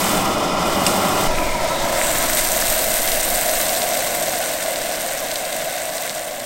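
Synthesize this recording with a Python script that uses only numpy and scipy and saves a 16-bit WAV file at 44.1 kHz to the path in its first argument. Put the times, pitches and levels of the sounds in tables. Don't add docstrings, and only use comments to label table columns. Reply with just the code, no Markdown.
import sys
import numpy as np
from scipy import signal
from scipy.fft import rfft, irfft, next_fast_len
from scipy.io import wavfile

SR = 44100
rng = np.random.default_rng(int(sys.argv[2]) if len(sys.argv) > 2 else 0)


def generate_wav(signal):
    frames = np.transpose(np.atleast_2d(signal))
    scaled = np.clip(frames, -1, 1) * 32767
    pcm = np.round(scaled).astype(np.int16)
    wavfile.write(sys.argv[1], SR, pcm)


N = 284445
TIME = np.arange(N) / SR
FFT_SIZE = next_fast_len(N + 8192)
FREQS = np.maximum(np.arange(FFT_SIZE // 2 + 1) * SR / FFT_SIZE, 1)
LIFT_S = 1.276

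# frequency in Hz, level in dB.
AIR_COLOUR = [(4, 0), (9, 6.5), (17, 5), (26, -6), (38, -4.5), (55, -15), (110, -21), (250, -63)]
HOWL_COLOUR = [(250, -57), (420, -21.5), (521, -6.5), (583, -2.5), (640, 1), (751, -3.5), (871, -18.5),
               (968, -14), (1050, -15.5), (1150, -16.5), (1500, -44), (2530, -120)]
RUMBLE_COLOUR = [(18, -29), (30, -38), (43, -8), (97, -12.5), (145, -5), (316, -2), (372, -5), (408, -10),
                 (480, -2), (620, -18), (1060, -120)]
ROAR_BESIDE_COLOUR = [(25, -20), (45, -13), (105, -8), (150, -7), (186, 2.5), (235, -3.5), (325, -1),
                      (500, -8.5), (605, 2), (695, -4.5), (770, 2), (915, -9), (1030, -3.5), (1380, -8),
                      (1500, -21), (1750, -34), (3500, -60)]
ROAR_ABOVE_COLOUR = [(35, -63), (60, -33), (91, -10.5), (380, -6), (431, -20), (571, 0), (657, 0.5),
                     (810, -12.5), (985, 1), (1130, -22), (1320, -2.5), (1460, -23), (1700, -16),
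                     (2210, -38), (3740, -120)]
JET_COLOUR = [(880, -33), (1500, -10), (1690, -15), (2000, -2), (2660, -10), (3590, -7), (3880, -9),
              (5220, -7), (7840, -11.5), (12200, -22), (16000, -28)]
FIZZ_COLOUR = [(1760, -37.5), (3000, -12), (3830, -6), (5440, -6), (5920, -3.5), (6670, -5), (8520, 0.5),
               (10500, -10.5), (13500, -4), (15200, -12.5), (16000, -1)]
SPUTTER_COLOUR = [(650, -40.5), (1100, -8.5), (1320, -4), (1460, 2), (1660, 2.5), (1850, 0), (2050, 4.5),
                  (2450, -3.5), (2650, -0.5), (3100, -4.5), (3840, -3.5), (4600, -13), (5980, -21),
                  (10100, -120)]
ROCK_ECHO_COLOUR = [(1200, -23), (2500, -5), (8500, 1), (15000, -11)]
SMALL_DROP_COLOUR = [(300, -32), (1500, -11), (4000, 2), (6500, -1), (8500, 12), (10300, -18),
                     (13300, 1), (16000, -13)]
BIG_DROP_COLOUR = [(300, -18), (1500, -6), (4000, 11), (6500, 4), (8500, 1), (10300, -12),
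                   (13300, -4), (16000, -15)]

# time in seconds, level in dB.
AIR_LEVELS = [(0, -36), (0.2, -32), (0.4, -41), (0.74, -28), (1.0, -47), (1.3, -25), (1.75, -30.5),
              (3.25, -33), (4.0, -46.5), (6.45, -53)]
HOWL_LEVELS = [(1.3, -27.0), (1.55, -27.0), (1.82, -22), (2.3, -28), (2.7, -25.5), (3.1, -26.0),
               (3.6, -23.5), (4.85, -26.5), (6.0, -29.0), (6.45, -30.5)]
FRYING_BEFORE_LIFT = [(0, -28), (0.15, -29.5), (0.22, -34), (0.56, -47.5), (0.66, -38), (0.86, -33),
                      (1.15, -32.5), (1.27, -32.0)]
FRYING_AFTER_LIFT = [(1.29, -43), (1.4, -37), (1.55, -41.5), (1.87, -36), (2.05, -28.5), (2.4, -25),
                     (3.4, -26), (4.8, -32.5), (6.05, -35.0), (6.45, -38.5)]

# start in seconds, level in dB.
HAND_BUMPS = [(1.2765, -12), (2.685, -16)]
TONG_TOUCHES = [(.8653, 3.5), (.8670, -11), (.8684, -11), (.8711, -20)]
LOUD_SPITS = [(2.0704, -4), (2.4104, -5), (2.792, -1), (3.077, 0), (3.119, 1), (3.2413, -5), (3.694, 0),
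              (3.7604, -5), (3.8197, 1), (4.2253, 1.5), (4.336, -11), (4.4912, -7), (4.7591, -4),
              (5.1714, -10), (5.315, -1.5), (5.3577, 1), (5.5279, -7), (5.9813, -6), (6.0234, -6),
              (6.0776, -6), (6.096, -0.5), (6.4009, -8)]

# start in seconds, level in dB, pitch in Hz.
STEAM_POPS = [(1.3854, -8, 2520), (2.015, -2.5, 2040), (2.0249, -16, 1930), (2.2993, -5.5, 2030),
              (2.624, -6, 1570), (3.5369, -10, 2100), (4.336, -15, 1570), (6.078, -15, 2100)]
# pitch in Hz, width in Hz, level in dB.
NOTES_BESIDE_STOVE = [(990, 72, 2.5), (1266, 25, -2.5), (1370, 28, 1.5), (2006, 74, -7.5), (2480, 67, -6),
                      (2890, 35, -5.5), (3094, 60, -6), (3510, 54, -6.5), (4910, 110, -11.5), (5230, 220, -7)]
# pitch in Hz, level in dB, seconds to fade by 60 dB.
TONG_NOTES = [(2560, -23, 0.039), (2810, -20, 0.067), (3550, -26, 0.033), (4970, -14.5, 0.012),
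              (5360, -9, 0.0055), (7700, -21, 0.039), (8670, -18.5, .022), (10300, -37, 0.027)]


def from_db(db):
    return 10 ** (np.asarray(db) / 20)


def level_curve(rows):
    return np.interp(TIME, *np.transpose(rows))


def swell(at_s, width_s):
    return np.exp(-((TIME - at_s) / width_s) ** 2 / 2)


def drift(rate_hz):
    spectrum = rfft(rng.standard_normal(FFT_SIZE)) / (1 + (FREQS / rate_hz) ** 2)
    wobble = irfft(spectrum, FFT_SIZE)[:N]
    return wobble / wobble.std()


def coloured(sound, colour):
    hz, db = np.transpose(colour)
    gain = from_db(np.interp(np.log(FREQS), np.log(hz), db))
    cepstrum = irfft(np.log(gain), FFT_SIZE)
    cepstrum[1:FFT_SIZE // 2] *= 2
    cepstrum[FFT_SIZE // 2 + 1:] = 0
    return irfft(rfft(sound, FFT_SIZE) * np.exp(rfft(cepstrum)), FFT_SIZE)[:N]


def levelled(sound, band_hz):
    in_band = (FREQS > band_hz[0]) & (FREQS < band_hz[1])
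    return sound / irfft(rfft(sound, FFT_SIZE) * in_band, FFT_SIZE)[:N].std()


def flow_noise(colour, band_hz, flutter_db=0.0):
    noise = rng.standard_normal(N) * from_db(flutter_db * drift(25))
    return levelled(coloured(noise, colour), band_hz)


def breathy_note(hz, width_hz):
    decay = np.exp(-np.pi * width_hz * 2 / SR)
    stage = [1, 0, -1, 1, -2 * decay * np.cos(2 * np.pi * hz / SR), decay ** 2]
    tone = signal.sosfilt([stage, stage], rng.standard_normal(N))
    return tone / tone.std()


def gliding_note(hz, width_hz):
    smoothing = signal.butter(2, width_hz / 2, fs=SR, output="sos")
    sway = signal.sosfilt(smoothing, rng.standard_normal((2, N)))
    phase = 2 * np.pi * np.cumsum(hz) / SR
    tone = sway[0] * np.cos(phase) + sway[1] * np.sin(phase)
    return tone / tone.std()


def ring(clicks, hz, fade_s):
    decay = from_db(-60 / (fade_s * SR))
    step = 2 * np.pi * hz / SR
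    return signal.lfilter([0, np.sin(step)], [1, -2 * decay * np.cos(step), decay ** 2], clicks + 1e-18)


def clicks_at(rows):
    clicks = np.zeros(N)
    for start_s, db in rows:
        clicks[min(round(start_s * SR), N - 1)] += from_db(db)
    return clicks


def buffeting(resting_db=-1.0, jolt_db=3.0, settle_s=0.25):
    lumps = levelled(coloured(rng.standard_normal(N), AIR_COLOUR), band_hz=(10, 60))
    jolt = np.exp(-np.abs(TIME - LIFT_S) / settle_s)
    motion_db = np.where(TIME < LIFT_S, resting_db, jolt_db * jolt)
    thuds = ring(clicks_at(HAND_BUMPS), hz=30, fade_s=0.041)
    return from_db(level_curve(AIR_LEVELS) + motion_db) * lumps + thuds


def pan_burner(far_db=-30.5, shade_db=-4.5, clear_s=2.4, ease_s=4.07, ease_db_per_s=2.5):
    hidden_db = shade_db * np.clip(clear_s - TIME, 0, 1)
    howl_db = np.where(TIME < LIFT_S, far_db, level_curve(HOWL_LEVELS) + hidden_db)
    rumble_db = -37.5 - ease_db_per_s * np.maximum(TIME - ease_s, 0)
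    howl = flow_noise(HOWL_COLOUR, band_hz=(480, 820))
    rumble = flow_noise(RUMBLE_COLOUR, band_hz=(130, 420), flutter_db=-0.6)
    return from_db(howl_db) * howl + from_db(rumble_db) * rumble


def passing_over_pot(climb_hz_per_s=160, fall_octaves_per_s=0.65):
    ringing = gliding_note(965 + climb_hz_per_s * np.maximum(TIME - 1.6, 0), width_hz=110)
    hiss = gliding_note(2500 * 2 ** (-fall_octaves_per_s * (TIME - LIFT_S)), width_hz=310)
    whistle = breathy_note(3800, width_hz=160)
    return (from_db(-34) * swell(at_s=1.7, width_s=0.53) * ringing
            + from_db(-33.5) * swell(at_s=1.51, width_s=0.17) * hiss
            + from_db(-32) * swell(at_s=1.775, width_s=0.046) * whistle)


def pot_stove(rise_db_per_s=1.2, move_on_s=1.87, fall_db_per_s=10.5, jet_leaves_s=2.04):
    beside_db = -28 + rise_db_per_s * TIME
    above_db = -28.5 - fall_db_per_s * np.maximum(TIME - move_on_s, 0)
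    beside = from_db(beside_db) * flow_noise(ROAR_BESIDE_COLOUR, band_hz=(880, 1430))
    above = from_db(above_db) * flow_noise(ROAR_ABOVE_COLOUR, band_hz=(880, 1430), flutter_db=1.5)
    jet = from_db(-31) * flow_noise(JET_COLOUR, band_hz=(1500, 16000), flutter_db=1.46)
    hollow_notes = sum(from_db(db - 33.5) * breathy_note(hz, width) for hz, width, db in NOTES_BESIDE_STOVE)
    lifted = np.clip((TIME - LIFT_S) / 0.01 + 0.5, 0, 1)
    near_jet = 1 / (1 + np.exp((TIME - jet_leaves_s) / 0.059))
    return (1 - lifted) * (beside + hollow_notes) + lifted * (above + passing_over_pot()) + near_jet * jet


def tongs(echo_fade_s=0.29):
    touches = clicks_at(TONG_TOUCHES)
    click = sum(from_db(db + 1) * ring(touches, hz, fade_s) for hz, db, fade_s in TONG_NOTES)
    age_s = TIME - TONG_TOUCHES[0][0]
    fading = (age_s > 0) * from_db(-60 * np.abs(age_s) / echo_fade_s)
    echo = coloured(rng.standard_normal(N), ROCK_ECHO_COLOUR)
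    return click + from_db(-19.5) * fading * echo / echo.std()


def over_pan(arrive_s=1.8, width_s=0.2):
    return 1 / (1 + np.exp((arrive_s - TIME) / width_s))


def frying_db():
    return np.where(TIME < LIFT_S, level_curve(FRYING_BEFORE_LIFT), level_curve(FRYING_AFTER_LIFT))


def steam_pops():
    return sum(ring(clicks_at([(start_s, db - 0.5)]), hz, fade_s=0.0041)
               for start_s, db, hz in STEAM_POPS)


def fat_spits(lesser_per_s=8.3, spread_db=5.5, droplets_per_s=1500, spatter_fade_s=0.035):
    starts = rng.random(N) < lesser_per_s * over_pan() / SR
    lesser = starts * from_db(frying_db() + 20.5 + spread_db * rng.standard_normal(N))
    loud = from_db(-0.5) * clicks_at(LOUD_SPITS)
    decay = from_db(-60 / (spatter_fade_s * SR))
    fading = signal.lfilter([1], [1, -decay], loud + 1e-18)
    droplets = rng.standard_normal(N) * (rng.random(N) < droplets_per_s / SR)
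    snaps = loud + lesser + from_db(-21) * fading * droplets / droplets.std()
    is_big = rng.random(N) < 0.5
    return coloured(snaps * ~is_big, SMALL_DROP_COLOUR) + coloured(snaps * is_big, BIG_DROP_COLOUR)


def bursts(per_s, spread_db, max_spreads=5.2):
    sizes = from_db(spread_db * np.minimum(rng.exponential(1, N), max_spreads))
    signs = rng.choice([-1, 1], N)
    starts = rng.random(N) < per_s / SR
    return sizes * signs * starts / np.sqrt(per_s)


def facing_pan(fizz, treble_hz=9800, treble_db=3.5, overall_db=-2.0):
    treble = irfft(rfft(fizz, FFT_SIZE) / (1 + (treble_hz / FREQS) ** 10), FFT_SIZE)[:N]
    facing = swell(at_s=3.13, width_s=0.59)
    brighter = fizz + treble * (from_db(treble_db * facing) - 1)
    return from_db(overall_db * facing) * brighter


def rim_flare():
    return from_db(-27) * swell(at_s=2.05, width_s=0.069) * breathy_note(7900, width_hz=900)


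def sizzle(far_per_s=17000, near_per_s=4200, steam_db=-3.0, ease_s=5.16, ease_db_per_s=1.3):
    level_db = frying_db()
    per_s = far_per_s + (near_per_s - far_per_s) * over_pan()
    clumps = from_db(0.9 * drift(45))
    ticks = bursts(per_s, spread_db=3.6)
    large = bursts(per_s * 0.6, spread_db=3.0, max_spreads=4.6)
    bubbles = sum(hz * ring(bursts(per_s / 20, spread_db=3.8), hz, fade_s=10 / hz)
                  for hz in np.geomspace(3000, 15000, 14))
    fizz = ticks / ticks.std() + from_db(-0.5) * bubbles / bubbles.std()
    fizz += from_db(steam_db) * rng.standard_normal(N)
    fizz = from_db(level_db + 3.5) * levelled(coloured(fizz * clumps, FIZZ_COLOUR), band_hz=(7000, 16000))

    sputter = large / large.std() + from_db(steam_db) * rng.standard_normal(N)
    sputter = levelled(coloured(sputter * clumps, SPUTTER_COLOUR), band_hz=(1400, 3000))
    sputter_db = -28.5 + 0.47 * (level_db - level_db.max())
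    sputter_db += 3 * swell(at_s=1.99, width_s=0.21)
    sputter_db -= ease_db_per_s * np.maximum(TIME - ease_s, 0)
    return facing_pan(fizz) + from_db(sputter_db) * sputter + rim_flare()


def scene():
    mono = pot_stove() + pan_burner() + sizzle() + fat_spits() + steam_pops() + tongs() + buffeting()
    return np.stack([mono, mono])


def record(dry, ceiling=0.9, cutoff_hz=15750):
    rounded = dry / (1 + (dry / ceiling) ** 6) ** (1 / 6)
    low_pass = signal.ellip(12, 0.1, 90, cutoff_hz, fs=SR, output="sos")
    return signal.sosfilt(low_pass, rounded)


dry = scene()
out = record(dry)
generate_wav(out)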